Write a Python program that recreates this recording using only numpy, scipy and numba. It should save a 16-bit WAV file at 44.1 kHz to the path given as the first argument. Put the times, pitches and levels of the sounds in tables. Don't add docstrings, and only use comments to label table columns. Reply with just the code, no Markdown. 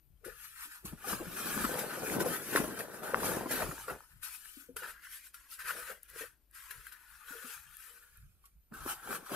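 import sys
import numpy as np
from scipy import signal
from scipy.fft import rfft, irfft
from scipy.io import wavfile
from scipy.ndimage import uniform_filter1d
from numba import njit

SR = 44100
rng = np.random.default_rng(int(sys.argv[2]) if len(sys.argv) > 2 else 0)


def wav_record(signal):
    frames = np.transpose(np.atleast_2d(signal))
    bounded = np.clip(frames, -1, 1)
    quanta = np.round(bounded * 32767).astype(np.int16)
    wavfile.write(sys.argv[1], SR, quanta)


N = 412335
TIME = np.arange(N) / SR


def undb(db):
    return 10 ** (np.asarray(db) / 20)


def unit(x):
    return x / np.sqrt(np.mean(x ** 2))


def noise():
    return rng.standard_normal(N)


def curves(table):
    s, *columns = np.transpose(table)
    return [np.interp(TIME, s, column) for column in columns]


def along_hz(table):
    hz, value = np.transpose(table)
    bin_hz = np.arange(N // 2 + 1) * SR / N
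    return np.interp(np.log(bin_hz + 1), np.log(hz), value)


def colour(x, table):
    return unit(irfft(rfft(x) * undb(along_hz(table)), N))


@njit
def svf(x, hz, width):
    y, band, low = np.empty(len(x)), 0., 0.
    for i in range(len(x)):
        g, damping = np.tan(np.pi * hz[i] / SR), width[i] / hz[i]
        v = (band + g * (x[i] - low)) / (1 + g * (g + damping))
        band = 2 * v - band
        low = low + 2 * g * v
        y[i] = damping * v
    return y


def twice(x, hz, width):
    return svf(svf(x, hz, width), hz, 2 * width)


def walk(rate):
    held = int(SR / rate)
    steps = np.repeat(rng.standard_normal(N // held + 1), held)
    return unit(uniform_filter1d(uniform_filter1d(steps, held), held)[:N])


def slips(spread_db, t60):
    happens = rng.random(N) < 400 / SR
    size = undb(spread_db * np.minimum(rng.exponential(size=N), 4.5)) * happens
    decay = np.exp(-2 * np.log(1000) / (t60 * SR))
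    power = signal.lfilter([1], [1, -decay], size ** 2)
    return unit(np.sqrt(power + 1e-9))


def gestures(peak_s, swell_s, fade_s, db):
    hold_s = 0.026
    late = np.arange(0, N / SR, 1 / 1000)[:, None] - peak_s
    early_db = 20 * np.maximum(-late, 0) / np.maximum(swell_s, 1 / 500)
    late_db = 20 * np.maximum(late - hold_s, 0) / np.maximum(fade_s, 1 / 200)
    return undb(db - early_db - late_db) ** 2


def smooth(per_ms):
    return np.interp(TIME, np.arange(len(per_ms)) / 1000, per_ms)


def pair(make):
    # hz, likeness (0-1)
    port_likeness = [(30, 0.95), (120, 0.5), (500, 0.8), (1400, 0.7), (2500, 0.5), (4000, 0.4),
                     (15000, 0.1)]
    alike = np.clip(along_hz(port_likeness), 0, 1)
    mid = rfft(make()) * np.sqrt((1 + alike) / 2)
    side = rfft(make()) * np.sqrt((1 - alike) / 2)
    return irfft(np.array([mid + side, mid - side]), N)


def patchy(x, patchy_db, size=1024):
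    spec = signal.stft(x, nperseg=size)[2]
    flicker = rng.standard_normal(spec.shape[1:])
    flicker = uniform_filter1d(flicker, size=3, axis=0)
    flicker = unit(uniform_filter1d(flicker, size=3, axis=1))
    return unit(signal.istft(spec * undb(patchy_db * flicker), nperseg=size)[1][:, :N])


def add(out, s, sound):
    i = int(s * SR)
    out[..., i:i + sound.shape[-1]] += sound[..., :N - i]


def microphone_hiss():
    # hz, relative_density_db
    room_colour = [(88, -38.5), (150, -10.5), (346, -10.5), (428, -16.5), (3560, -28), (4770, -26),
                   (6630, -50.5), (11700, -49), (13400, -29.5), (14400, -14.5), (15600, -56.5)]
    return pair(lambda: colour(noise(), room_colour)) * undb(-83 + 1.5 * walk(6))


def whine():
    return undb(-80 + 2.0 * walk(12)) * np.sin(2 * np.pi * 14002 * TIME)


def rumble():
    # hz, relative_density_db
    rumble_colour = [(12, -25.5), (22, -9), (43, -5), (52, 2), (62, -6.5), (80, -14.5), (177, -25),
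                     (300, -44.5), (440, -89.5)]
    return pair(lambda: colour(noise(), rumble_colour)) * undb(-73 + 1.4 * walk(11))


def rumble_swells():
    # peak_s, swell_s, fade_s, level_db (before the flutter)
    swell_moves = [(.11, .1, .1, -63), (.26, 0.083, 0.38, -61.5), (.86, 0.058, 0.28, -54.5),
                   (1.13, 0.048, 0.2, -48), (1.63, 0.23, .2, -51.5), (2.13, 0.18, .2, -57),
                   (2.59, .05, 0.25, -55), (3.22, .1, 0.21, -51), (3.62, 0.17, 0.28, -52.5),
                   (3.93, 0.047, 0.081, -63), (4.14, .05, 0.11, -60.5), (4.7, .05, 0.28, -64),
                   (5.66, .05, 0.32, -67), (6.14, .05, .2, -68), (6.775, .03, 0.037, -56),
                   (7.57, .02, 0.14, -64.5), (7.68, .06, 0.036, -60), (8.22, 0.11, 0.19, -61),
                   (8.538, .07, 0.089, -64.5), (8.82, .1, .15, -52.5), (9.05, 0.046, 0.16, -64)]
    # hz, relative_density_db
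    swell_colour = [(12, -29.5), (30, -8), (52, 1.5), (75, -6), (140, -9), (200, -21), (280, -37.5),
                    (440, -90.5)]
    level = smooth(np.sqrt(gestures(*np.transpose(swell_moves)).sum(1)))
    return pair(lambda: colour(noise(), swell_colour)) * level * undb(2.8 * walk(30))


def background():
    return rumble_swells() + rumble() + microphone_hiss() + whine()


def snaps():
    # start_s, peak_db
    snap_events = [(3.8796, -37.5), (4.4564, -44), (4.7671, -30), (5.2551, -48), (6.0316, -34.5),
                   (6.1, -41.5), (6.512, -52), (6.8685, -38.5), (7.769, -37), (8.1723, -42.5)]
    snap_hz, width_hz, t60_s = 11150, 5000, 0.01
    out, t = np.zeros((2, N)), np.arange(SR // 40) / SR
    for s, db in snap_events:
        shared, *own = rng.standard_normal((3, len(t)))
        push = (shared + 0.081 * np.array(own)) * undb(-60 * t / t60_s)
        crack = np.array([twice(p, snap_hz + 0 * t, width_hz + 0 * t) for p in push])
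        add(out, s, undb(db) * crack / np.abs(crack).max())
    return out


def boom(near):
    # peak_s, swell_s, fade_s, level_db (of the envelope), air_resonance_hz
    squeezes = [(0.263, 0.032, 0.052, -47.5, 450), (0.658, 0.005, 0.032, -59, 295),
                (0.844, 0.015, 0.058, -53, 334), (0.924, 0.007, 0.03, -57, 245),
                (1.088, 0.052, 0.22, -48, 356), (1.206, 0.022, 0.11, -53.5, 390.5),
                (1.479, 0.328, 0.032, -47, 311.6), (1.569, 0.18, 0.54, -47, 300.3),
                (1.757, 0.085, 0.29, -45.5, 501), (1.976, 0.035, 0.64, -53, 478),
                (2.215, 0.422, 0.23, -38, 357), (2.563, 0.12, 0.3, -38.5, 330),
                (2.79, 0.07, 0.18, -49, 466), (2.933, 0.059, 0.045, -53.5, 440),
                (3.031, 0.022, 0.32, -53, 512), (3.129, 0.014, 0.318, -45.5, 454),
                (3.328, 0.48, 0.28, -41, 377.6), (3.445, 0.045, 0.014, -45.5, 374),
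                (3.524, 0.087, 0.163, -43.5, 338), (3.602, 0.017, 0.029, -38, 510),
                (3.678, 0.17, 0.074, -48.5, 336), (3.892, 0.026, 0.07, -48, 444),
                (4.57, 0.0074, 0.1, -60, 281), (4.688, 0.0086, 0.12, -65, 390),
                (4.851, 0.12, 0.052, -56, 483), (5.684, 0.088, 0.097, -60, 472.5),
                (5.758, 0.084, 0.12, -54, 498), (5.902, 0.066, 0.065, -56, 502.5),
                (6.153, 0.064, 0.046, -64.5, 439), (6.215, 0.041, 0.025, -57.5, 470),
                (6.702, 0.0088, 0.2, -71, 442.4), (7.316, 0.061, 0.17, -60, 450),
                (7.44, 0.05, 0.068, -57.5, 470), (7.887, 0.03, 0.3, -70.5, 480),
                (8.716, 0.01, 0.18, -58.5, 265), (8.859, 0.01, 0.052, -53, 356),
                (8.91, 0.1, 0.029, -58.5, 372), (9.099, 0.064, 0.138, -49, 381),
                (9.32, 0.025, 0.508, -44, 411)]
    *shape, squeeze_hz = np.transpose(squeezes)
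    power = gestures(*shape) + 1e-30
    hz = smooth(power @ squeeze_hz / power.sum(1))
    grain, flat = slips(3.15, 0.1), np.ones(N)

    def body():
        push = noise() * grain
        cavity = unit(twice(push, hz, hz * (0.14 + 0.8 * near)))
        low_wall = unit(twice(push, 210 * flat, 180 * flat))
        high_wall = unit(twice(push, 680 * flat, 400 * flat))
        return cavity + (0.022 + near) * (0.74 * low_wall + 0.12 * high_wall)
    return pair(body) * smooth(np.sqrt(power.sum(1)))


def knock(hz, t60, push_s, skew, shares):
    chance = rng.random(11)
    t = np.arange(int(t60 * SR) + 64) / SR
    ratios = np.array([1, .62 + .3 * chance[0], 1.2 + .25 * chance[1], 1.8 + 0.37 * chance[2]])
    phase = 2 * np.pi * (hz * ratios[:, None] * t + chance[3:7, None])
    port_shift = skew * chance[7:, None]
    ring = np.array([np.array(shares) @ np.sin(phase + side * port_shift) for side in (-1, 1)])
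    ring = ring * (1 - np.exp(-t / push_s)) ** 2 * undb(-60 * t / t60)
    return ring / np.abs(ring).max()


def pencil_clicks(near):
    # start_s, peak_db, pitch_hz, ring_t60_s
    click_events = [(0.2447, -46, 1454, 0.11), (0.856, -43.5, 1094, 0.07), (1.043, -35, 1216, 0.1),
                    (1.128, -31.5, 1220, 0.064), (1.504, -36, 1570, .02), (1.5763, -24, 1170, 0.013),
                    (1.641, -24, 1340, 0.025), (1.649, -22, 1350, 0.033), (1.752, -38, 1110, .02),
                    (1.772, -36.5, 883, 0.022), (2.098, -28.5, 2040, 0.019), (2.2021, -26, 1494, 0.068),
                    (2.357, -35.5, 980, 0.028), (2.5598, -11, 1820, 0.008), (2.573, -23, 1400, 0.02),
                    (2.579, -26, 1180, .02), (2.643, -34, 1390, 0.019), (2.79, -39, 1270, .04),
                    (2.805, -30.5, 1840, 0.037), (3.0549, -40, 1550, 0.045), (3.079, -39, 1570, .02),
                    (3.1445, -11.5, 1380, 0.0073), (3.171, -31, 1150, 0.022), (3.231, -27, 1140, 0.04),
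                    (3.244, -31, 1210, .02), (3.315, -30, 1510, 0.031), (3.458, -33, 1025, 0.082),
                    (3.5123, -29, 1680, 0.018), (3.576, -37, 1390, .02), (3.621, -29.5, 1306, 0.057),
                    (3.663, -35, 1260, 0.025), (3.712, -33, 1250, 0.018), (3.78, -38, 1570, 0.017),
                    (3.798, -41, 1490, .02), (3.882, -32, 1400, 0.091), (3.897, -30, 1440, 0.084),
                    (4.005, -42.5, 1290, 0.017), (4.4563, -43, 1720, 0.0085), (4.766, -35, 1400, 0.041),
                    (4.8244, -39, 1430, 0.025), (4.8334, -34, 1430, 0.053), (4.8613, -39, 1330, 0.029),
                    (5.07, -41, 1550, 0.031), (5.343, -44.5, 1400, 0.075), (5.59, -45, 1410, .03),
                    (5.604, -39, 1760, 0.04), (5.657, -42, 1500, 0.025), (5.678, -46, 1310, 0.015),
                    (5.694, -34, 1340, 0.048), (5.7057, -24.5, 1450, 0.027), (5.876, -42, 1620, 0.014),
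                    (5.916, -38, 1590, 0.024), (6.159, -41.5, 1580, 0.022), (6.1972, -49, 1680, 0.045),
                    (6.7098, -35, 1710, 0.027), (6.8677, -39, 1597, 0.031), (7.5764, -45, 1350, 0.028),
                    (8.44, -55.5, 1127, 0.13), (8.722, -46.5, 1300, .02), (8.861, -36, 1130, 0.029),
                    (8.8755, -34, 1253, 0.068), (9.074, -37.5, 1280, 0.044), (9.106, -37, 1420, 0.053),
                    (9.128, -28.5, 1340, 0.036), (9.293, -42.5, 1390, 0.05)]
    out = np.zeros((2, N))
    for s, db, hz, t60 in click_events:
        shares = [1, 0.71 * near[int(s * SR)], 0.33, .15]
        add(out, s, undb(db) * knock(hz, max(t60, .006), 0.0004, 0.55, shares))
    return out


def pencil_thumps(near):
    # start_s, peak_db, pitch_hz, ring_t60_s (raised to at least 0.01)
    thump_events = [(0.258, -44, 362, 0.061), (0.846, -39, 187, 0.036), (0.93, -34.5, 219, 0.049),
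                    (1.07, -42, 494, 0.13), (1.121, -37, 197, 0.072), (1.201, -35.5, 340, 0.055),
                    (1.267, -37.5, 170, 0.11), (1.481, -43, 212, 0.11), (1.566, -35, 208, 0.067),
                    (1.603, -31.5, 201, 0.055), (1.64, -27.5, 228, 0.051), (1.692, -31, 495, 0.035),
                    (1.739, -34, 505, 0.062), (1.83, -37, 603, 0.057), (1.972, -34.5, 533, 0.071),
                    (2.029, -31, 508, 0.082), (2.077, -35, 362, 0.079), (2.192, -27, 357, 0.023),
                    (2.211, -23, 337, 0.019), (2.258, -25, 494, 0.083), (2.5513, -18, 430, 0.0081),
                    (2.598, -26, 236, 0.048), (2.636, -33, 617, 0.092), (3.027, -37, 605, 0.21),
                    (3.135, -24, 523, 0.031), (3.219, -32, 511, 0.061), (3.456, -32, 330, 0.035),
                    (3.504, -34, 634, 0.11), (3.537, -32, 260, 0.037), (3.604, -37, 670, 0.052),
                    (3.689, -32.5, 165, 0.039), (3.878, -36, 510, 0.15), (4.568, -48.5, 282, 0.054),
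                    (4.686, -45.5, 485, 0.073), (4.688, -50.5, 262, 0.14), (4.761, -46.5, 440, 0.044),
                    (4.817, -45, 494, 0.059), (5.746, -49, 489, 0.27), (5.783, -49, 489, 0.095),
                    (5.897, -40, 498, 0.025), (6.159, -46, 450, 0.031), (6.204, -44, 450, 0.1),
                    (6.229, -46.5, 486, 0.072), (7.304, -50.5, 275, 0.042), (7.344, -49, 457, 0.13),
                    (7.44, -49.5, 250, .09), (8.718, -43, 224, 0.055), (8.86, -33, 340, 0.035),
                    (9.315, -36, 322, 0.069)]
    out = np.zeros((2, N))
    for s, db, hz, t60 in thump_events:
        far = 1 - near[int(s * SR)]
        shares = [1, .45 - 0.24 * far, .3 - 0.31 * far, .15 - 0.19 * far]
        add(out, s, undb(db) * knock(hz, max(t60, .01), 0.0015 + 0.0043 * far, 0.37, shares))
    return out


def scuff_envelope():
    # start_s, start_rms_db, t60_s (raised to at least 0.01)
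    scuff_events = [(0.248, -52.5, 0.21), (0.852, -44, 0.097), (1.647, -36, 0.025), (1.789, -37, 0.083),
                    (2.204, -38.5, 0.094), (2.5625, -40, 0.17), (2.7886, -39, 0.087), (3.5098, -36, 0.11),
                    (4.2293, -54, 0.091), (4.7659, -37.5, 0.038), (5.3426, -45, 0.053), (5.594, -58, 0.045),
                    (6.5466, -62, 0.045), (6.7067, -40.5, 0.051), (6.9215, -49, 0.052),
                    (8.454, -55.5, 0.057), (8.753, -52, 0.014)]
    burst = np.zeros(N)
    t = np.arange(SR // 4) / SR
    for s, db, t60 in scuff_events:
        add(burst, s, undb(db) * (1 - np.exp(-t / 0.0013)) * undb(-60 * t / max(t60, .01)))
    return burst


def panel_ring(near, grain):
    # time_s, centre_hz (before a slight random drift)
    grip_bend = [(0.0, 1380), (0.55, 1464), (1.2, 1301), (1.87, 1482), (2.55, 1576), (3.15, 1392),
                 (3.52, 1574), (3.7, 1357), (4.53, 1522), (4.92, 1424), (5.13, 1762), (5.73, 1464),
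                 (6.66, 1538), (7.47, 1350), (7.99, 1470), (8.44, 1112), (8.64, 1254), (9.35, 1270)]
    # multiple_of_centre, width_over_centre, level_db
    panel_modes = [(.9, .12, -0.5), (1.03, 0.17, 3), (1.18, .12, -2.5), (1.75, 0.18, -8),
                   (2.6, 0.76, -17.5)]
    centre_hz = curves(grip_bend)[0] * (1 + .03 * walk(8))
    grain = 1 + (0.66 + 0.2 * near) * (grain - 1)
    high_pass = signal.butter(10, 1230, "high", fs=SR, output="sos")

    def panel():
        push = noise() * grain
        modes = sum(undb(db) * twice(push, k * centre_hz, w * centre_hz) for k, w, db in panel_modes)
        lower = twice(push, 0.669 * centre_hz, 0.11 * centre_hz) * undb(4 * walk(12))
        far = signal.sosfilt(high_pass, modes)
        return unit((1 - near ** 2) * (far + 0.23 * lower) + near ** 2 * (modes + 0.54 * lower))
    return patchy(pair(panel), 2.5)


def rubbing(near):
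    # peak_s, swell_s, fade_s, hiss_db (before the grain), ring_over_hiss_db
    strokes = [(0.247, 0.0059, 0.14, -56.5, 4.5), (0.43, 0.14, 0.15, -50, -6.5),
               (0.622, 0.13, 0.09, -46.5, -4.5), (0.719, 0.049, 0.12, -51.5, -4),
               (0.854, 0.014, 0.12, -49, -3), (1.095, 0.074, 0.1, -36, -3.5),
               (1.392, 0.24, 0.218, -42.5, -4.5), (1.505, 0.23, 0.19, -40, -4),
               (1.627, 0.461, 0.37, -39.0, -3), (1.776, 0.16, 0.17, -41.5, -3.5),
               (1.901, 0.058, 0.13, -50.5, 6.5), (2.121, 0.38, 0.073, -39, -3),
               (2.2, 0.017, 0.02, -38.5, -6), (2.264, 0.031, 0.087, -39.5, -4.5),
               (2.34, 0.094, 0.038, -38.5, -2.5), (2.559, 0.019, 0.026, -37, 0),
               (2.562, 0.37, 0.2, -39, -4), (2.789, 0.16, 0.072, -45.5, -0.5),
               (2.949, 0.26, 0.21, -52, 1.5), (3.035, 0.018, 0.6, -47.5, 4),
               (3.25, 0.098, 0.23, -36.5, -3.5), (3.514, 0.044, 0.37, -37.5, -3.5),
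               (3.599, 0.094, 0.069, -51, 6), (3.784, 0.027, 0.2, -50.5, -4.5),
               (3.881, 0.01, 0.082, -49.5, 2), (4.102, 0.15, 0.051, -68.5, -1),
               (4.233, 0.015, 0.12, -42, -8), (4.332, 0.059, 0.08, -48.5, -14),
               (4.457, 0.18, 0.24, -54, -9.5), (4.588, 0.46, 0.081, -56, -9.5),
               (4.764, 0.0043, 0.16, -48, -3.5), (4.834, 0.026, 0.17, -54, 7.5),
               (4.882, 0.072, 0.064, -51, -7), (5.039, 0.042, 0.11, -55, 1),
               (5.134, 0.085, 0.13, -48.5, -7.5), (5.246, 0.03, 0.05, -54, -9),
               (5.339, 0.012, 0.35, -59.5, -4), (5.516, 0.035, 0.059, -47.5, -13.5),
               (5.596, 0.02, 0.053, -49.5, 1), (5.685, 0.064, 0.094, -41, 1.8),
               (5.776, 0.046, 0.059, -47, -2), (5.882, 0.26, 0.084, -47.5, -0.5),
               (6.029, 0.02, 0.064, -65, -4), (6.09, 0.019, 0.032, -58, -4.5),
               (6.191, 0.073, 0.084, -44, -2.5), (6.555, 0.034, 0.64, -53.5, -3.5),
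               (6.7, 0.066, 0.38, -56.5, -0.5), (6.863, 0.03, 0.039, -55.5, -3),
               (6.918, 0.017, 0.17, -64.5, 6.5), (7.12, 0.26, 0.67, -61, 0), (7.29, 0.068, 0.53, -51.5, -1),
               (7.506, 0.26, 0.13, -47.5, -3), (7.828, 0.32, 0.41, -54.5, -5), (8.144, 0.1, 0.11, -68, 1.5),
               (8.445, 0.067, 0.092, -70.5, -2.5), (8.74, 0.016, 1, -54.5, 5),
               (8.898, 0.081, 0.048, -39, -1.5), (9.129, 0.11, 0.047, -41, -0.5),
               (9.334, 0.11, 0.159, -42, -4)]
    # hz, relative_density_db
    surface_colour = [(1350, -43.5), (2080, -17.5), (2350, -3.5), (2880, -8), (3170, -6), (3430, -10),
                      (4880, -9.5), (6460, -9), (6840, -8.5), (11400, -1.5), (14100, -7), (15600, -16.5)]
    resting_db = -81.5
    *shape, hiss_db, ring_db = np.transpose(strokes)
    power = gestures(*shape, hiss_db)
    rub_level = smooth(np.sqrt(power.sum(1) + undb(2 * resting_db)))
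    ring_level = smooth(np.sqrt(power @ undb(2 * ring_db)))
    grain = slips(3.2, 0.14)
    smeared = 0.74 + 0.28 * uniform_filter1d(grain, size=150)
    surface = patchy(pair(lambda: colour(noise(), surface_colour)), 4.2)
    hiss = surface * (rub_level * smeared + scuff_envelope())
    return hiss + panel_ring(near, grain) * ring_level


def scene():
    # time_s, left_minus_right_db, nearness (0-1), left_port_delay_samples
    hand_place = [(0, 9, 0.1, 0), (.8, 1.5, 0.05, 7), (.95, 2.5, 1, 1.5), (3., 2, 0.84, 3.5),
                  (3.95, 1.5, 1, 0.5), (4.15, 6, 0.3, -7.5), (4.6, 8, 0, 8.5), (4.8, 2.5, 0.4, 0.5),
                  (7.9, 6, 0.05, 0.5), (8.3, -1, .05, 5), (8.65, 0.5, 0.09, 3), (8.72, 1, 0.7, 2.5),
                  (9.35, 2, 1, 1.5)]
    pan_db, near, lag = curves(hand_place)
    hands = snaps() + boom(near) + pencil_clicks(near) + pencil_thumps(near) + rubbing(near)
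    hands[0] = np.interp(np.arange(N) - np.round(lag), np.arange(N), hands[0])
    return (hands + background()) * undb(np.array([pan_db, -pan_db]) / 2)


def record(dry):
    # hz, extra_left_minus_right_db
    port_balance = [(30, 9), (60, -2.5), (250, 1), (1500, 1.5), (3000, -1.5), (5000, -2.5), (9000, -1),
                    (13000, 3.5)]
    tilt = along_hz(port_balance) / 2
    ports = irfft(rfft(dry) * undb([tilt, -tilt]), N)
    return signal.sosfilt(signal.ellip(10, .2, 80, 15600, fs=SR, output="sos"), ports)


dry = scene()
out = record(dry)
wav_record(out)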